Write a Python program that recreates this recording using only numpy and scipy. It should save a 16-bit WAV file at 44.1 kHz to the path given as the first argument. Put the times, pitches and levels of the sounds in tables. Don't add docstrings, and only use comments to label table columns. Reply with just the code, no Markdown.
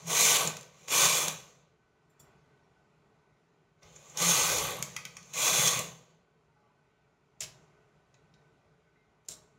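import sys
import numpy as np
from scipy import signal
from scipy.io import wavfile
from scipy.ndimage import uniform_filter1d

SR = 44100
rng = np.random.default_rng(int(sys.argv[2]) if len(sys.argv) > 2 else 0)


def master_out(mix):
    frames = np.transpose(np.atleast_2d(mix))
    ceiling = np.clip(frames, -1, 1)
    pcm = np.round(ceiling * 32767).astype(np.int16)
    wavfile.write(sys.argv[1], SR, pcm)


def voltage_ratio(decibels):
    exponent = np.asarray(decibels, float) / 20
    return 10 ** exponent


N = 422478
HZ = np.fft.rfftfreq(8192, 1 / SR)
CLICK_MS = 2.8

# (frequency [Hz], width [Hz], level [dB])
CASE_MODES = [(60, 68, -3.5), (142, 19, 8.5), (407, 81, -3), (630, 31, -0.5), (1070, 800, -11)]


def evened(x):
    return x / np.sqrt(np.mean(x ** 2) + 1e-20)


def read(points, hz):
    f, value = np.transpose(points)
    return np.interp(np.log(hz + 1), np.log(f + 1), value)


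def add(mix, s, sound):
    part = mix[round(s * SR):][:len(sound)]
    part += sound[:len(part)]


def bumps(peaks, hz):
    return sum(voltage_ratio(db) ** 2 / (1 + (2 * (hz - f) / width) ** 2) for f, width, db in peaks)


def dips(valleys, hz):
    return np.prod([1 - depth * np.exp(-((hz - f) / width) ** 2) for f, width, depth in valleys], axis=0)


def causal(gain):
    log_gain = np.log(np.maximum(np.r_[gain, gain[-2:0:-1]], 1e-5))
    return np.fft.ifft(np.exp(np.conj(signal.hilbert(log_gain)))).real[:len(gain) // 2]


def coloured(x, gain):
    return signal.oaconvolve(x, causal(gain))[:len(x)]


def band(x, lo_hz, hi_hz):
    return signal.sosfilt(signal.butter(8, [lo_hz, hi_hz], "bandpass", fs=SR, output="sos"), x)


def ring(modes, fuzz):
    t = np.arange(round(0.4 * SR)) / SR
    drift = evened(uniform_filter1d(rng.standard_normal((len(modes), len(t))), 300))
    waver = (1 + fuzz * drift) * (1 - np.exp(-t / 0.00069))
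    return sum(w * voltage_ratio(db - 60 * t / t60) * np.sin(2 * np.pi * f * t)
               for (f, db, t60), w in zip(modes, waver))


def crack(envelope, gain):
    sound = signal.oaconvolve(envelope * rng.standard_normal(len(envelope)), causal(gain)[:2048])
    return sound / abs(sound).max()


def click(t, low_db, top_db, hz, ms):
    blow = (1 - np.exp(-t / 0.00083)) * np.exp(-1000 * t / ms)
    centre = crack(blow, bumps([(hz, 2600, 0)], HZ) / (1 + (HZ / 7900) ** 16))
    body_gain = np.sqrt(bumps([(2300, 1800, -0.5), (3760, 760, -4.0)], HZ))
    body = crack(blow, body_gain / (1 + (1100 / (HZ + 1)) ** 4))
    top = crack(blow ** 2, 1 / (1 + (8000 / (HZ + 1)) ** 16) / (1 + (HZ / 13000) ** 4))
    return centre + voltage_ratio(low_db + 1.0) * body + voltage_ratio(top_db + 2.5) * top


def levels(*laws):
    # (time [s], speed of needle knocks [dB], hand weight on the bed [dB])
    strokes = [
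        [(0.0, -58, 1), (0.048, -56, -1), (0.082, -39, -3.5), (0.112, -32, 1.5), (0.218, -23, -3.5),
         (0.35, -25.5, 1), (0.465, -38.5, 6.5), (0.554, -54, 5.5), (0.62, -58, 2.5)],
        [(0.886, -42, -1), (0.926, -30.5, 3), (0.97, -24.5, -1.5), (1.04, -25.5, 1), (1.232, -31.5, 1),
         (1.3, -41.5, 3), (1.384, -52, 0.5), (1.594, -73.5, 1), (1.75, -95.5, 8.5)],
        [(4.164, -54.5, 6), (4.185, -34, -4), (4.224, -29.5, 1), (4.298, -25, -3.5), (4.39, -28.5, 1),
         (4.528, -31.5, 2.5), (4.62, -35.5, 3), (4.714, -42.5, 5.5), (4.79, -52, 8.5)],
        [(5.337, -43, -4.5), (5.382, -33.5, 0), (5.468, -26.5, -1), (5.515, -29.5, 2), (5.584, -27, 0),
         (5.678, -27, -0.5), (5.79, -39.5, 6), (5.96, -60, -0.5), (6.25, -93, 7)],
    ]
    # (time [s], speed [dB], hand weight [dB])
    turns = [
        [(0.72, -68, 2.5), (0.872, -57.5, -2)],
        [(3.78, -91.5, 1), (3.81, -85.5, -1.5), (3.826, -68, 5), (3.976, -63.5, 1), (4.138, -57, -2)],
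        [(4.858, -52, 2), (4.99, -58, 0), (5.118, -64.5, 1), (5.29, -59, -2.5), (5.33, -56.5, -1)],
    ]
    full_speed_db = -25
    s, speed_db, weight_db = np.array(sorted(row for path in strokes + turns for row in path)).T
    t = np.arange(N) / SR
    resting = np.r_[np.diff(s) > 1, True][np.searchsorted(s, t, "right") - 1]
    speed_db = np.interp(t, s, speed_db) - full_speed_db
    weight_db = np.interp(t, s, weight_db)
    return [~resting * voltage_ratio(db + by_speed * speed_db + by_weight * weight_db)
            for db, by_speed, by_weight in laws]


def patchy(x):
    z = signal.stft(x, nperseg=512)[2]
    patches = rng.standard_normal(z.shape[::-1]).T
    patches = uniform_filter1d(uniform_filter1d(patches, size=5, axis=0), size=12, axis=1)
    patch_db = 1.4 * evened(patches)
    return signal.istft(z * voltage_ratio(patch_db), nperseg=512)[1][:N]


def needle_knocks():
    # (time [s], level [dB])
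    surges = [(0.122, -0.9), (0.141, -1.1), (0.213, 1.2), (0.341, -1.5), (0.366, 1.94), (0.379, -2),
              (0.416, -0.15), (0.941, -0.7), (1.013, 0), (1.055, 1.2), (1.079, -1.3), (1.118, -1.6),
              (1.18, 0.5), (1.256, 0.04), (4.307, 1.1), (4.437, -0.9), (5.445, -0.55), (5.469, 0.6),
              (5.519, -1.6), (5.644, -1.76), (5.675, 1.03), (5.701, -2), (5.748, -0.26)]
    knocks_per_s, surge_s = 5000, 0.009
    impacts = rng.choice([-1., 1.], N) * (rng.random(N) < knocks_per_s / SR)
    knocks = evened(impacts) + 0.7 * rng.standard_normal(N)
    knocks *= voltage_ratio(0.3 * evened(uniform_filter1d(rng.standard_normal(N), 500)))
    near = np.arange(-1000, 1000)
    for s, db in surges:
        knocks[round(s * SR) + near] *= voltage_ratio(1.3 * db * np.exp(-(near / SR / surge_s) ** 2))
    return knocks


def carriage():
    # (start [s], [(frequency [Hz], width [Hz], level [dB])])
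    bed_modes = [
        (0, [(450, 40, -1), (654, 81, -4), (940, 33, -9), (1133, 28, -0.5), (1950, 100, -8.5), (1512, 32, -1.5), (2355, 150, -1), (3000, 300, -9), (3520, 470, -6), (4030, 60, -1.5), (4500, 68, -7)]),
        (.8, [(561, 150, -10), (1094, 72, -1.5), (1237, 70, -7), (2950, 150, -8.5), (3927, 300, -8.5), (1509, 59, -4.5), (2388, 110, 0.5), (3430, 130, 0), (4480, 110, -8)]),
        (3.001, [(329, 39.4, -13.5), (443.2, 50, -5.5), (562.5, 110, -3.5), (845, 60, -6.5), (1175, 130, -2.5), (3030, 300, -7), (3900, 300, -5.5), (4700, 300, -8.5), (1521, 52, -0.5), (2014, 75, -4.5), (2425, 120, -3), (3472, 260, -2), (4383, 49, -3.5)]),
        (5.201, [(490, 80, -9), (631, 117, -5), (2020, 142, -7), (1150, 186, -5), (1540, 68, -5), (2460, 250, -2), (3430, 155, 0), (4000, 109, -1.5), (4450, 94, -6)]),
    ]
    # (frequency [Hz], density [dB per Hz])
    rasp = [(120, -39.5), (200, -6.5), (286, -15), (497, 0), (762, -11), (1140, 0), (1380, -8),
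            (1520, -4.5), (1700, -3), (2360, -6), (5400, -6), (7020, -36), (11900, -120)]
    # (frequency [Hz], density [dB per Hz])
    sheen = [(2350, -39), (4000, -6), (5130, -10.5), (6250, 1.5), (6510, 3.5), (7400, -3.5), (8070, -11.5),
             (12500, -17), (15200, -20.5), (15700, -18)]
    # (frequency [Hz], width [Hz], depth [0-1])
    valleys = [(1390, 58, .65), (1700, 170, 0.7), (5000, 300, .1)]
    knocks = needle_knocks()
    base = voltage_ratio(read(rasp, HZ) - 4.5) ** 2
    strokes = np.split(knocks, [round(s * SR) for s, _ in bed_modes[1:]])
    bed = np.concatenate([evened(coloured(stroke, np.sqrt(bumps(peaks, HZ) + base)))
                          for stroke, (_, peaks) in zip(strokes, bed_modes)])
    steel = patchy(coloured(knocks * rng.choice([-1., 1.], N), voltage_ratio(read(sheen, HZ))))

    singing = np.minimum(levels((0, 0.2, 0))[0], 1)
    bed = singing * bed + (1 - singing) * evened(coloured(knocks, np.sqrt(base)))
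    bed = patchy(coloured(bed, dips(valleys, HZ)))

    parts = [band(steel, 4900, 7900), band(steel, 7900, 17000), band(bed, 800, 5000), band(bed, 240, 800)]
    gains = levels((-26, 1, 0), (-30, 1.24, 0.58), (-29, 0.9, 0.88), (-39.5, 0.73, 1.2))
    return sum(gain * evened(part) for gain, part in zip(gains, parts))


def table_boom():
    # (frequency [Hz], width [Hz], level [dB])
    table_modes = [(134.4, 11, -3), (162, 9.8, 0), (196.1, 38, -10.5)]
    # (time [s], boom [dB], rocking [dB])
    jolts = [(0.07, -49, -74), (0.23, -50, -76), (0.47, -43, -66), (1.06, -46.5, -73), (1.28, -47, -63),
             (3.85, -62, -64), (4.25, -44.5, -69), (4.4, -46, -52), (4.54, -47, -47), (4.65, -46.5, -49),
             (4.81, -43, -60), (4.96, -64, -67), (5.06, -61.5, -80), (5.18, -58.5, -67), (5.369, -50, -84),
             (5.48, -58, -60), (5.6, -39, -74), (5.77, -41.5, -59)]
    rise_db_per_s, fall_db_per_s = 199.5, 109.5
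    rocking_modes = [(62.5, 14, -0.29), (101, 44, -1.7)]
    boom = coloured(rng.standard_normal(N), bumps(table_modes, HZ) ** 0.75)
    rocking = coloured(rng.standard_normal(N), bumps(rocking_modes, HZ))
    gains = np.array(levels((-50, 0.45, 0.51), (-72, 0.43, 0.5)))
    t = np.arange(-SR // 2, SR) / SR
    jolt = voltage_ratio(np.minimum(rise_db_per_s * t, -fall_db_per_s * t))
    shaken = np.zeros((2, N + SR // 2))
    for s, *dbs in jolts:
        for row, db in zip(shaken, dbs):
            add(row, s, (voltage_ratio(db) * jolt) ** 2)
    gains = np.sqrt(gains ** 2 + shaken[:, SR // 2:])
    return gains[0] * evened(boom) + gains[1] * evened(rocking)


def moans():
    # (time [s], length [s], frequency [Hz], level [dB])
    notes_held = [
        (4.165, 0.18, 172, -33),
        (0.2, .07, 220, -46),
        (5.57, 0.13, 130, -42.5),
        (0.03, .11, 165, -40),
        (4.3, 0.03, 183, -51),
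        (4.7, .035, 160, -59),
    ]
    out = np.zeros(N)
    for s, length, hz, db in notes_held:
        t = np.arange(round(length * SR)) / SR
        swell = np.sin(np.pi * (t / length) ** 1.5)
        add(out, s, voltage_ratio(db) * swell * np.sin(2 * np.pi * hz * t))
    return out


def cam_clicks():
    # (time [s], peak [dB], low part [dB], top part [dB], pitch [Hz])
    strikes = [(0.072, -43.5, -12, 0, 7000), (0.0823, -35, -10.5, -7.5, 6340),
               (0.4737, -19.5, -21.5, -12, 6860), (0.5677, -32.5, -5, -9, 6360),
               (0.609, -41.5, -9.5, -10, 6900), (0.629, -46, -1, -10, 6700), (0.8814, -34, -0.5, -15, 7140),
               (0.906, -33, -1, -10.5, 6460), (1.2813, -21, -5.5, -7, 6900), (3.8295, -59.5, 2, -21, 5640),
               (4.172, -24, -15, -12, 6370), (4.583, -21.5, -13, -5, 6600), (5.3357, -40.5, 1, -5, 7640),
               (5.3436, -38.5, -1.5, -20, 7350), (5.6797, -18.5, -10, -14.5, 6150),
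               (5.7903, -23, -13, -5, 7300)]
    out, t = np.zeros(N), np.arange(1500) / SR
    for s, db, low_db, top_db, hz in strikes:
        add(out, s, voltage_ratio(db + 1.0) * click(t, low_db, top_db, hz, CLICK_MS))
    return out


def scuffs():
    # (time [s], peak [dB], pitch [Hz], duration [ms], width [Hz])
    catches = [
        (0.472, -22.5, 6900, 4, 1588),
        (3.829, -53, 5570, 5, 900),
        (3.954, -52.5, 6700, 6, 1500),
        (3.959, -42, 6700, 6.01, 900),
        (4.096, -43.5, 6800, 5, 899),
        (5.2274, -47, 5990, 3, 3000),
        (5.3375, -39.5, 7180, 7, 2000),
        (5.6727, -17, 6500, 7, 1800),
        (1.051, -18.5, 6500, 6, 2026),
    ]
    out, t = np.zeros(N), np.arange(1500) / SR
    for s, db, hz, ms, width in catches:
        gain = bumps([(hz, width, 0), (2400, 1500, -12), (11000, 6000, -24)], HZ)
        add(out, s, voltage_ratio(db) * crack(t * np.exp(-2000 * t / ms), gain))
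    return out


def latches():
    # (time [s], peak [dB], pitch [Hz], plate ring [dB], latch ring [dB])
    drops = [
        (4.8248, -21, 7600, -59, -25.5),
        (4.9638, -28, 6200, -42.5, -27),
        (5.0516, -31, 6300, -48.5, -32),
        (5.168, -39.5, 6620, -53.5, -37),
    ]
    # (frequency [Hz], width [Hz], level [dB])
    latch_modes = [
        [(2270, 190, -9), (3180, 290, -9), (3690, 140, -14), (5200, 190, -14), (5670, 120, -10), (6490, 150, 2),
         (7700, 230, 4), (9900, 290, -11)],
        [(1154, 270, -6), (2430, 110, -2), (3226, 110, -2), (4700, 190, -11), (5560, 200, -2), (6200, 100, 0),
         (7180, 180, -10), (8200, 310, -11)],
        [(2403, 130, -2.5), (3270, 120, -1), (3720, 110, -8), (4550, 280, -8), (6050, 280, -3),
         (9200, 130, -14), (10600, 240, -13), (11620, 210, -15)],
        [(1150, 170, -10), (2400, 95, -3), (3220, 170, -4), (4870, 300, -12), (5490, 160, 1), (6480, 180, 3),
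         (8100, 110, -12), (8970, 230, -3)],
    ]
    # (frequency [Hz], level [dB], t60 [s])
    plate_modes = [(1130, -10, 0.13), (1223, -3, 0.12), (1515, -5, .12), (2010, -1.5, 0.13),
                   (2182, -5.5, .09), (2320, -3.5, 0.1), (2530, -6.5, .11), (3265, -12.5, .06),
                   (3526, -11, 0.061), (5730, -4.5, .12)]
    # (frequency [Hz], level [dB], t60 [s])
    spring_modes = [(4495, -16.5, .7)]
    out, t = np.zeros(N), np.arange(1500) / SR
    for (s, db, hz, plate_db, latch_db), body in zip(drops, latch_modes):
        add(out, s + 0.0005, voltage_ratio(db + 1.5) * click(t, -9.0, -8.5, hz, ms=2))
        modes = [(f, level_db, 2.1 / width) for f, width, level_db in body]
        add(out, s, voltage_ratio(latch_db) * ring(modes, 0.15))
        contact = crack(np.exp(-t / 0.006), bumps([(2500, 1200, 0), (5700, 1500, 0.0003)], HZ))
        add(out, s + 0.001, voltage_ratio(latch_db - 6) * contact)
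        add(out, s, voltage_ratio(plate_db) * (ring(plate_modes, 1.2) + ring(spring_modes, 0.25)))
    return out


def squeaks(count=10):
    first_s, gap_s, slowing_s, stray_s = 4.624, 0.014, 0.0011, 4.572
    pitch_hz, sink_hz = 12200, 70
    level_db, fade_db, tick_db = -32, -1.0, -6
    out, t, k = np.zeros(N), np.arange(900) / SR, np.arange(count)
    times = np.r_[stray_s, first_s + k * gap_s + k * (k - 1) / 2 * slowing_s]
    envelope = (1 - np.exp(-t / 0.00083)) * np.exp(-1000 * t / 3)
    for n, (s, (size, tune)) in enumerate(zip(times, rng.standard_normal((count + 1, 2)))):
        hz = (pitch_hz - n * sink_hz + 220 * tune) * (1 + 0.12 * np.exp(-t / 0.002))
        squeak = np.sin(2 * np.pi * np.cumsum(hz) / SR) * envelope
        tick = voltage_ratio(tick_db) * click(t, 0, 3, 7100, CLICK_MS)[:len(t)]
        add(out, s, voltage_ratio(level_db + n * fade_db + 2.2 * size) * (squeak + tick))
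    return out


def fingers():
    # (time [s], peak [dB], top part [dB])
    finger_ticks = [
        (4.932, -54, -9),
        (7.396, -63, -30.5),
        (9.249, -70.5, -11),
        (9.259, -66, -12),
        (9.279, -60, -13),
    ]
    # (time [s], peak [dB], pitch [Hz])
    nail_taps = [
        (8.1415, -53, 6400),
        (8.339, -54, 5600),
    ]
    out, t = np.zeros(N), np.arange(1500) / SR
    for s, db, top_db in finger_ticks:
        add(out, s, voltage_ratio(db) * click(t, -5, top_db, 6900, ms=5.3))
    tail_gain = bumps([(6700, 1400, 0), (4100, 900, -1), (2200, 1200, 0)], HZ)
    for s, db, hz in nail_taps:
        gain = bumps([(hz, 2200, 0), (3900, 900, -2), (2400, 900, -1.5)], HZ) ** 1.4 + 0.018
        add(out, s, voltage_ratio(db) * crack(t * np.exp(-t / 0.0012), gain))
        add(out, s + 0.002, voltage_ratio(db - 8) * crack(np.exp(-t / 0.02) * (1 - t / t[-1]), tail_gain))
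    return out


def snaps():
    # (time [s], peak [dB], thud [dB], rattle [dB], rattle length [ms])
    lever_snaps = [
        (7.405, -23, -20.5, -5, 34),
        (9.285, -21.5, -26, -11, 46),
    ]
    # (frequency [Hz], density [dB per Hz])
    colours = [
        [(800, -43), (1600, -12), (1900, -11), (2500, -4), (4300, -8), (5400, -3.5), (7700, -5), (8100, -17),
         (10000, -11), (12000, -19), (16000, -21)],
        [(800, -47), (1400, -17.5), (3300, -11.5), (3900, -2), (4700, -8.5), (5500, -3.5), (7600, -0.5),
         (9000, -5), (10500, -13), (16000, -19.5)],
    ]
    # (delay [ms], size [ratio], top part [dB])
    snap_ticks = [
        [(0, 0.28, -20.5), (1.0, 0.5, -22), (1.89, 0.93, -24), (2.86, 0.9, -23), (4.28, 0.91, -21),
         (26, .45, -23.5)],
        [(0, .15, -27), (1.3, 0.96, -17), (3.8, 0.77, -26)],
    ]
    # (frequency [Hz], width [Hz], level [dB])
    lever_modes = [(5570, 240, 2), (6540, 200, 1), (7500, 250, 4), (10110, 300, -3)]
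    out, t = np.zeros(N), np.arange(14000) / SR
    for (s, db, thud_db, rattle_db, ms), colour, ticks in zip(lever_snaps, colours, snap_ticks):
        gain = voltage_ratio(read(colour, HZ)) * np.sqrt(1 + bumps(lever_modes, HZ))
        for delay_ms, size, top_db in ticks:
            tick_gain = bumps([(6800, 2600, 0)], HZ) ** 1.3
            tick_gain = tick_gain + voltage_ratio(top_db) * bumps([(12000, 2800, 0.5), (4000, 700, -1)], HZ)
            tick = crack(np.exp(-t[:400] / 0.00025), tick_gain)
            add(out, s + delay_ms / 1000, voltage_ratio(db) * size * tick)
        shake = voltage_ratio(2.35 * evened(uniform_filter1d(rng.standard_normal(len(t)), 80)))
        held = np.exp(-np.maximum(t - ms / 1000, 0) / 0.017) * np.exp(-t / 0.1)
        rattle = crack(shake * (1 - np.exp(-t / 0.0013)) * held, gain)
        add(out, s + 0.0013, voltage_ratio(db + rattle_db) * rattle)
        settling = voltage_ratio(-15.5) * np.exp(-t / 0.092)
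        trail = crack(shake, gain * (0.15 + bumps([(6600, 2800, 0.0011)], HZ)))[:len(t)]
        add(out, s + 0.002, voltage_ratio(db + rattle_db) * settling * trail)
        thud = crack((1 - np.exp(-t / 0.0011)) * np.exp(-t / 0.08), np.sqrt(bumps(CASE_MODES, HZ)))
        add(out, s + 0.0036, voltage_ratio(db + thud_db) * thud)
    return out


def bangle():
    # (time [s], peak [dB], low modes [dB])
    chinks = [
        (2.1004, -68.5, -14),
        (2.199, -51, 1),
    ]
    # (frequency [Hz], level [dB], t60 [s])
    hoop_modes = [(3430, -11, 0.1), (4600, -8, .08), (5600, -6, 0.13), (6870, -6, .08), (7321, 0.5, 0.14),
                  (7650, -3.5, 0.053), (10720, -13, 0.052), (11400, -11, .05), (12300, -9, 0.049),
                  (13370, -13, .07), (14730, -13, .09), (15400, -24, .07)]
    out, t = np.zeros(N), np.arange(6000) / SR
    scrape_gain = 1 / (1 + (6000 / (HZ + 1)) ** 2) / (1 + (HZ / 13000) ** 6)
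    for s, db, low_db in chinks:
        modes = [(f, level_db + low_db * (f < 7000), t60) for f, level_db, t60 in hoop_modes]
        add(out, s - 0.005, voltage_ratio(db - 15) * ring(modes, 0.5))
        add(out, s - 0.001, voltage_ratio(db - 4.0) * ring(modes, 0.28))
        scrape = crack((1 - np.exp(-t / 0.003)) * np.exp(-t / 0.02), scrape_gain)
        add(out, s - 0.002, voltage_ratio(db - 6.0) * scrape)
        add(out, s, voltage_ratio(db - 1.0) * crack(np.exp(-t / 0.073), np.sqrt(bumps(CASE_MODES, HZ))))
    return out


def small_rings():
    # (time [s], level [dB], frequency [Hz], t60 [s])
    pings = [(8.959, -65, 2010, .05), (8.972, -73, 2100, .4), (7.408, -54, 660, .3), (7.41, -62, 1900, .2),
             (6.47, -76, 920, .3), (6.555, -72, 842, .9), (6.63, -73, 1150, .25), (6.67, -72, 660, .15),
             (6.7, -73, 1000, .2), (2.635, -72, 5600, .08), (8.347, -77, 4400, .2), (8.341, -75, 3900, .14),
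             (8.97, -85, 3880, .3), (8.144, -76, 3900, .06), (8.144, -75, 2600, .05), (2.24, -72, 770, .25),
             (2.22, -74, 1150, .2), (3.36, -76, 1050, .4), (8.342, -71, 1530, .3), (8.15, -73, 1950, .2)]
    out = np.zeros(N)
    for s, db, hz, t60 in pings:
        add(out, s, ring([(hz, db, t60)], 0.35))
    return out


def hum():
    # (frequency [Hz], density [dB per Hz])
    tone = [(18, -37), (30, -16.5), (55, -5.5), (98, -8), (131, 0.5), (319, -8), (426, -1), (512, -15.5),
            (569, -5.5), (1500, -12), (1630, -20.5), (2380, -16), (2900, -21), (5590, -30), (7800, -33),
            (8200, -37), (12700, -42), (12900, -60)]
    # (frequency [Hz], width [Hz], level [dB])
    tone_modes = [(55, 34, 6.5), (150, 11, 8.5), (433, 68, 2.5), (1512, 16, 12), (1930, 150, 4),
                  (4000, 80, -0.5), (6700, 2000, 2.5)]
    # (time [s], level [dB])
    swells = [
        (2.27, 7.5),
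        (3.02, 1.5),
        (6.6, 0.5),
        (7.58, 7),
        (8.2, 2),
        (8.42, 2),
        (9.44, 3),
    ]
    hum_db, swell_rise_s, swell_fall_s = -69.5, 0.089, 0.41
    frames, hz = N // 512 + 5, np.fft.rfftfreq(2048, 1 / SR)
    a, b, patches = rng.standard_normal((frames, 1025, 3)).T
    patches = evened(uniform_filter1d(uniform_filter1d(patches, 12, 0), 8, 1))
    z = (a + 1j * b) * voltage_ratio(read(tone, hz)[:, None] + 1.3 * patches)
    z = z * np.sqrt(1 + bumps(tone_modes, hz))[:, None]
    t = np.arange(N) / SR
    swelling_db = sum(db * np.exp(np.minimum((t - s) / swell_rise_s, (s - t) / swell_fall_s))
                     for s, db in swells)
    return voltage_ratio(hum_db + swelling_db) * evened(signal.istft(z, nperseg=2048, noverlap=1536)[1][:N])


def room(x):
    # (frequency [Hz], t60 [s])
    decay_times = [(250, 0.37), (700, .5), (1700, 0.36), (4000, 0.37), (6500, 0.24), (12000, 0.25)]
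    taps = np.zeros(SR)
    at = np.arange(200, SR - 20, 20)
    taps[at + rng.integers(0, 20, len(at))] = rng.choice([-1., 1.], len(at))
    hz, t, z = signal.stft(taps, SR, nperseg=256)
    tail = signal.istft(z * voltage_ratio(-60 * t / read(decay_times, hz)[:, None]), SR, nperseg=256)[1]
    return signal.fftconvolve(x, tail / np.linalg.norm(tail))[:N]


def scene():
    push, levers = carriage(), snaps()
    ticks = cam_clicks() + scuffs() + latches() + squeaks() + fingers()
    metal = bangle() + small_rings()
    wet = voltage_ratio(-12.5) * push + voltage_ratio(-6.5) * ticks + voltage_ratio(-8.0) * levers + voltage_ratio(-7) * metal
    direct = voltage_ratio(0.23) * push + table_boom() + moans() + ticks + levers + metal
    mono = direct + room(wet) + hum()
    return np.array([mono, mono])


def top_cut(x):
    return signal.sosfilt(signal.butter(12, 16670, fs=SR, output="sos"), x)


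def record(dry):
    # (frequency [Hz], width [Hz], depth [0-1])
    port_dip = [(7880, 130, .85)]
    cut = signal.sosfilt(signal.butter(2, 45, "highpass", fs=SR, output="sos"), dry)
    ported = signal.oaconvolve(cut, causal(dips(port_dip, HZ))[None], axes=1)[:, :N]
    wall = signal.firwin(1023, 15790, window=("kaiser", 9), fs=SR)
    leak = voltage_ratio(-42) * signal.firwin(1023, [15790, 16600], pass_zero=False, fs=SR)
    limited = signal.oaconvolve(ported, (wall + leak)[None], "same")
    return top_cut(limited)


dry = scene()
out = record(dry)
master_out(out)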